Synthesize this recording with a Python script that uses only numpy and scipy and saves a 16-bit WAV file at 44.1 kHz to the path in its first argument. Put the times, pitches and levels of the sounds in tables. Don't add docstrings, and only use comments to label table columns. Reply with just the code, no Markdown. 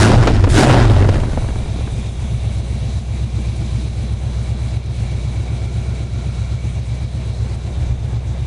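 import sys
import numpy as np
from scipy import signal
from scipy.io import wavfile
from scipy.ndimage import uniform_filter1d, minimum_filter1d

SR = 44100
rng = np.random.default_rng(int(sys.argv[2]) if len(sys.argv) > 2 else 0)


def transcribe(u):
    v = np.clip(np.atleast_2d(u).T, -1, 1)
    q = np.round(v * 32767).astype(np.int16)
    wavfile.write(sys.argv[1], SR, q)


def volts_from_db(level):
    exponent = np.asarray(level, float) / 20
    return 10 ** exponent


N = 373086
SECONDS = np.arange(N) / SR
IDLE_FIRING_HZ = 63


def rms_one(x):
    return x / np.sqrt(np.mean(x ** 2) + 1e-20)


def in_time(rows):
    s, *columns = np.transpose(rows)
    return [np.interp(SECONDS, s, c) for c in columns]


def noise():
    return rng.standard_normal(N)


def butter(x, hz, kind, order=2):
    return signal.sosfilt(signal.butter(order, hz, kind, fs=SR, output="sos"), x)


def resonate(x, hz, width_hz):
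    r = np.exp(-np.pi * width_hz / SR)
    gain = (1 - r * r) / 2
    return signal.lfilter([gain, 0, -gain], [1, -2 * r * np.cos(2 * np.pi * hz / SR), r * r], x)


def sliding(x, hz, width_hz):
    r, out, state = np.exp(-np.pi * width_hz / SR), np.zeros(N), np.zeros(2)
    for i in range(0, N, 512):
        a = [1, -2 * r * np.cos(2 * np.pi * hz[i] / SR), r * r]
        out[i:i + 512], state = signal.lfilter([1, 0, -1], a, x[i:i + 512], zi=state)
    return rms_one(out)


def drift(rate):
    knots = rng.standard_normal(int(N / SR * 60) + 2)
    knots = rms_one(signal.lfilter([1], [1, -np.exp(-2 * np.pi * rate / 60)], knots))
    return np.interp(SECONDS * 60, np.arange(len(knots)), knots)


def coloured(spectrum, patchy_db):
    hz, level_db = np.transpose(spectrum)
    edges = np.geomspace(hz[0], hz[-1], int(2.3 * np.log2(hz[-1] / hz[0])))
    white, together, out = rng.standard_normal((2, N)), drift(45), 0
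    for k, (low, high) in enumerate(zip(edges, edges[1:])):
        band_db = np.interp(np.log(low * high) / 2, np.log(hz), level_db)
        flicker_db = patchy_db * (together + 1.9 * drift(6.9))
        out = out + volts_from_db(band_db + flicker_db) * butter(white[k % 2], [low, high], "band")
    return rms_one(out)


# time in seconds, firings per second.
SPEED = [(0.0, 99.16), (0.12, 122.99), (0.52, 89.85), (0.6, 132.24), (0.7, 126.68), (0.95, 104.48),
         (1.2, 90.39), (1.45, 64.65), (2.1, 62.68), (4.2, 62.39), (4.6, 64.02), (5.24, 62.53),
         (5.85, 64.04), (6.26, 62.59), (6.9, 64.03), (7.28, 62.49), (7.9, 65.52), (8.46, 63.45)]


def firing_count():
    return np.cumsum(in_time(SPEED)[0]) / SR + 7.786


# time in seconds, exhaust pressure over idle in dB, unsettled running 0-1.
RUNNING = [(0, 14, 0.8), (.13, 10, 1), (.2, 15, 1), (.25, 4.5, 0.95), (.5, 9.5, 0.98), (.62, 11.5, 0.9),
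           (.75, 10, 1), (.95, 8, 1), (1.1, 10.5, 0.83), (1.2, 4.5, 1), (1.3, 0.5, 0.84), (1.7, -0.5, 0.78),
           (2.0, 0, 0.52), (2.35, 1, 0.28), (3.3, 0.76, 0.11), (7.3, -0.74, 0), (7.85, 2.3, 0.55),
           (8.46, -0.3, 0.1)]


def low_layer(idle_db, follows, unsettled_db):
    pressure_db, unsettled = in_time(RUNNING)
    return idle_db + follows * pressure_db + unsettled_db * unsettled


# widest opening in seconds, strength in dB.
BLIPS = [
    (.03, -2),
    (.615, 0),
]
# seconds from widest opening, intake roar in dB, air rush in dB.
BLIP_SHAPE = [
    (-.16, -40, -53),
    (-.115, -25, -34),
    (-.065, -15, -30.5),
    (-.04, -2.5, -16.5),
    (.03, 2, -16),
    (.06, -5, -29),
    (.17, -5.5, -32.5),
    (.27, -15.5, -39.5),
    (.9, -30, -48.5),
]


def throttle():
    after, *shapes_db = np.transpose(BLIP_SHAPE)
    levels_db = []
    for shape_db in shapes_db:
        each_db = [db + np.interp(SECONDS - s, after, shape_db) for s, db in BLIPS]
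        levels_db.append(np.max(each_db, axis=0))
    return levels_db


# frequency in Hz, level in dB per Hz.
ROAR = [(100, -9.5), (170, -4.5), (312, 0), (471, -14.5), (634, -8.5), (680, -10), (806, -11.5),
        (2840, -26.5), (5000, -32.5), (6500, -68), (11000, -120)]
# frequency in Hz, level in dB per Hz.
RUSH = [(880, -31), (1500, -7), (1590, -2), (2150, -13.5), (2600, -10), (7130, -17.5), (9950, -20),
        (11000, -24), (14300, -55), (22000, -120)]


def intake_blip(count):
    roar_db, rush_db = throttle()
    closing = np.clip((1.9 - SECONDS) / 0.85, 0, 1)
    each_db = np.interp(count, np.arange(700), rng.standard_normal(700))
    gulp = volts_from_db(2.5 * np.cos(2 * np.pi * count) + 1.6 * each_db)
    roar = volts_from_db(roar_db - 3.5) * coloured(ROAR, 1.12)
    rush = volts_from_db(rush_db + 3.5) * coloured(RUSH, 0.45)
    start, end = -.13, .06
    corners = [start, start + .015, end, end + .03]
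    cracked = sum(np.interp(SECONDS - at, corners, [0, 1, 1, 0]) for at, _ in BLIPS)
    thin = cracked * butter(noise(), 6000, "high", order=4)
    return closing * gulp * (roar + rush) + volts_from_db(-27) * thin


# lag in firing intervals, strength in dB.
CYLINDERS = [(0.38, -6.9), (-0.11, -0.4), (0.24, -13.0), (0.43, -0.6), (0.5, 8.5), (0.22, 6.2), (0.19, 6.4),
             (-0.14, 10.4)]
# frequency in Hz, width in Hz, level in dB, sign.
PIPES = [
    (105.5, 62.6, -5.4, -1),
    (135, 20.5, 0, 1),
    (190, 61.6, -22, 1),
]


def exhaust(count):
    beat_db = low_layer(-22, 0.92, -6)
    tone_db = low_layer(-23, 1.5, -3)
    buffet_db = low_layer(-47, 0.4349, 29.5)
    uneven_db = low_layer(.65, 0, 1.6)
    number = np.arange(8, int(count[-1]) - 1)
    lag, strength_db = np.array(CYLINDERS)[number % 8].T
    chance = rng.standard_normal((len(number), 2))
    at = np.interp(number, count, np.arange(N)).astype(int)
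    late = (lag + 0.017 * uneven_db[at] * chance[:, 0]) * SR / IDLE_FIRING_HZ
    puffs = np.full(N, 1e-18)
    arrival = np.clip(at + late.astype(int), 0, N - 1)
    np.add.at(puffs, arrival, volts_from_db(strength_db + uneven_db[at] * chance[:, 1]))
    puffs = signal.fftconvolve(puffs, np.hanning(151), "same") / in_time(SPEED)[0]
    pipes = sum(sign * volts_from_db(db) * resonate(puffs, hz, width) for hz, width, db, sign in PIPES)
    beat = rms_one(butter(pipes, 80, "high", order=4))
    swell = np.sqrt(2) * volts_from_db(0.67 * uneven_db * drift(4.5))
    tone = swell * np.cos(2 * np.pi * count + 0.42 * drift(4.6))
    buffet = rms_one(butter(noise(), [20, 60], "band"))
    return volts_from_db(beat_db) * beat + volts_from_db(tone_db) * tone + volts_from_db(buffet_db) * buffet


# time in seconds, nearness to the carburettor in dB,
# nearness to the block in dB.
LISTENER = [(1.2, 1.5, 5.5), (1.6, 0.5, 2), (3.7, 0, 0.5), (4.5, -1, 1.5), (5.5, -1.2, 1.5),
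            (6.8, -2, -0.5), (7.75, -2, 3), (8.46, -4.5, 0)]
# firing number, frequency in Hz, level in dB,
# share of nearness to the carburettor.
KNOCKS = [
    (.45, 212, -36, 2.4),
    (5.4, 200, -43, 0.1),
    (5.2, 162, -40, 0.1),
    (2.0, 163.5, -38, .1),
]


def shake(count):
    boom_db = low_layer(-29.5, 1.0, 5)
    six_db = low_layer(-59, 2.5, 14.5)
    once_db = low_layer(-64, 1.1, 14)
    number = np.arange(8, int(count[-1]))
    share = np.interp(number / IDLE_FIRING_HZ, [2.3, 2.9], [.4, .8])
    strength = volts_from_db(share * np.array(CYLINDERS)[number % 8, 1])
    pushes = np.full(N, 1e-18)
    pushes[np.searchsorted(count, number)] = strength * rng.choice([-1, 1], len(number))
    boom = rms_one(resonate(resonate(pushes, 87, 26), 90, 50))
    six = volts_from_db(six_db) * np.cos(2 * np.pi * count * 6 / 8)
    once = volts_from_db(once_db) * np.cos(2 * np.pi * count / 8)
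    out = volts_from_db(boom_db) * boom + np.sqrt(2) * (six + once)
    cycles = np.arange(1, int(count[-1] / 8))
    receding_db = np.minimum(in_time(LISTENER)[0], 0)
    for firing, hz, db, follows in KNOCKS:
        taps, chance = np.full(N, 1e-18), rng.standard_normal((len(cycles), 2))
        taps[np.searchsorted(count, 8 * cycles + firing + .04 * chance[:, 0])] = volts_from_db(1.8 * chance[:, 1])
        knock = rms_one(resonate(resonate(taps, hz, 30), hz, 49))
        out += volts_from_db(db + follows * receding_db) * knock
    return out


# start in seconds, peak level in dB, brightness in Hz.
POPS = [(.275, -1, 3200), (.305, -14, 1300), (.442, -10.5, 3500), (.475, -12, 900), (.70, -9, 2000),
        (.742, -10, 1500), (.768, -7, 1200), (.812, -8, 1400), (.852, -11, 1200), (.907, -12, 1200),
        (1.007, -14, 900), (1.025, -13, 2200), (1.048, -13, 900), (1.091, -10, 4200), (1.144, -15, 4000),
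        (1.158, -16, 1400), (1.187, -19, 1500), (1.237, -13, 1100), (1.335, -19, 1400), (1.376, -12, 800),
        (1.424, -21, 2200), (1.445, -18, 900), (1.489, -18, 1500), (1.507, -21, 1500), (1.560, -19, 800),
        (1.66, -23, 700), (1.762, -19, 700), (1.789, -20, 600), (1.81, -22, 600), (1.877, -20, 900)]


def pops():
    out, s = np.zeros(N), np.arange(2600) / SR
    for start, peak_db, bright_hz in POPS:
        length = .005 * np.exp((peak_db + 15) / 25)
        shape = np.exp(-s / length) * (1 - np.exp(-s / (.4 * length)))
        low_noise = butter(rng.standard_normal(len(s)), [230, 500], "band", order=1)
        burst = butter(low_noise * shape, 1.6 * bright_hz, "low")
        thump = 0.36 * shape / shape.max() * np.sin(2 * np.pi * 260 * s)
        early_db = 3.5 if start < 1.2 else 0
        first = int((start - .002 - .3 * length) * SR)
        out[first:][:len(s)] += volts_from_db(peak_db + early_db) * (burst / np.abs(burst).max() + thump)
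    return out


# frequency in Hz, level in dB per Hz.
RUMBLE = [(150, -38), (260, 1), (345, -0.5), (419, -3.5), (654, -4.5), (1010, -12.5), (1430, -17),
          (1690, -24), (2000, -14), (2600, -38), (4400, -120)]
# frequency in Hz, level in dB per Hz.
HISS = [(710, -15), (1200, -6.5), (1710, -16), (2300, -2.5), (3090, -4.5), (3930, -6), (5240, -7.5),
        (9570, -6.5), (11000, -36.5), (14300, -49), (22000, -120)]
# frequency in Hz, width in Hz, level in dB.
VENTURI = [(6130, 300, -52), (7280, 150, -61.5), (3340, 85, -53.5), (2786, 42, -55), (667, 25, -46),
           (363, 37, -58)]
# time in seconds, upper and lower frequency in Hz.
BAY = [(1.2, 3960, 2240), (2.01, 3700, 2380), (2.21, 3580, 2280), (2.59, 3960, 2250), (3.26, 3840, 2370),
       (3.87, 3940, 2276), (7.2, 3920, 2303), (7.49, 4040, 2350), (7.81, 3740, 2320)]


def idle_noise(count):
    carb_db, block_db = in_time(LISTENER)
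    rumble_db, hiss_db, top_db = -41 + block_db, -41 + carb_db, -52.5 + 3.7 * carb_db
    settled = np.clip((SECONDS - .9) / .5, 0, 1)
    rumble = coloured(RUMBLE, 0.46) * volts_from_db(0.27 * np.cos(2 * np.pi * (count - .2)))
    air = rng.standard_normal((3, N))
    whistle = sum(volts_from_db(db) * rms_one(resonate(air[0], hz, width)) for hz, width, db in VENTURI)
    upper_hz, lower_hz = in_time(BAY)
    lower_db = np.interp(SECONDS, [4.0, 4.8, 6.6, 7.2], [-7.5, -4, -4, -6.5])
    upper = volts_from_db(-3.5 + 1.5 * drift(6)) * sliding(air[1], upper_hz, 370)
    lower = volts_from_db(lower_db + 1.5 * drift(6)) * sliding(air[2], lower_hz, 100)
    broad = coloured(HISS, 0.86)
    top = butter(broad, 5200, "high")
    ridge = volts_from_db(-6) * rms_one(resonate(air[0], 9800, 260))
    ridge = ridge + volts_from_db(-13) * rms_one(resonate(air[0], 8300, 200))
    hiss = volts_from_db(hiss_db - 2.5) * (broad - top + upper + lower)
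    hiss = hiss + volts_from_db(top_db + 1.0) * (rms_one(top) + ridge)
    return settled * (volts_from_db(rumble_db + 2.0) * rumble + hiss + volts_from_db(hiss_db + 37.5) * whistle)


# start and end in seconds,
# frequency in Hz, width in Hz, level in dB.
HOLLOWS = [
    (3.15, 4, 318, 20, -45),
    (2.1, 2.7, 560, 28, -50),
    (5.44, 6.6, 1380, 45, -55),
    (4.84, 6.3, 352, 36, -45),
]


def hollows():
    air, out = noise(), 0
    for start, end, hz, width, db in HOLLOWS:
        corners = [start - .2, start + 0.14, end - .1, end + 0.095]
        passing = np.interp(SECONDS, corners, [0, 1, 1, 0])
        out = out + volts_from_db(db + 3.4 * drift(14)) * passing * rms_one(resonate(air, hz, width))
    return out


def scene():
    count = firing_count()
    blips_and_beat = intake_blip(count) + exhaust(count) + shake(count)
    return (blips_and_beat + pops() + idle_noise(count) + hollows())[None]


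# time in seconds, depth in dB.
DUCKS = [(2.07, 4), (2.33, 3), (2.6, 2.5), (2.97, 5.5), (3.23, 4.5), (3.5, 2.5), (3.62, 1.5), (3.87, 4),
         (4.12, 3.5), (4.5, 2), (4.78, 6), (4.9, 3), (5.4, 2), (5.68, 3), (6.05, 4.5), (6.3, 1.5),
         (6.55, 3), (6.8, 3.5), (7.06, 4.5), (7.3, 3.5), (7.53, 5), (7.66, 3), (7.93, 5), (8.17, 4)]


def gain_control():
    loudest_firing, recovery_db_per_s = 7.12, 26
    count, duck_db = firing_count(), np.zeros(N)
    for near, depth_db in DUCKS:
        cycle = np.round((count[int(near * SR)] - loudest_firing) / 8)
        duck_db[np.searchsorted(count, 8 * cycle + loudest_firing)] = .9 * depth_db
    climb_db = recovery_db_per_s * SECONDS
    held_db = np.maximum.accumulate(duck_db + climb_db) - climb_db
    r = np.exp(-1 / (0.006 * SR))
    return volts_from_db(-signal.lfilter([1 - r], [1, -r], held_db))


def roll_off(x):
    return signal.sosfilt(signal.butter(12, 15700, fs=SR, output="sos"), x)


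def record(dry):
    x = dry * gain_control()
    peak = -minimum_filter1d(-np.abs(x), size=900, axis=1)
    crest = uniform_filter1d(peak, size=900, axis=1)
    limited = x * np.minimum(1, 1.0 / crest) ** .8
    x = butter(limited, 9950, "low", order=10)
    overload = .71
    mix = np.clip(x, -overload, overload)
    return roll_off(mix)


dry = scene()
out = record(dry)
transcribe(out)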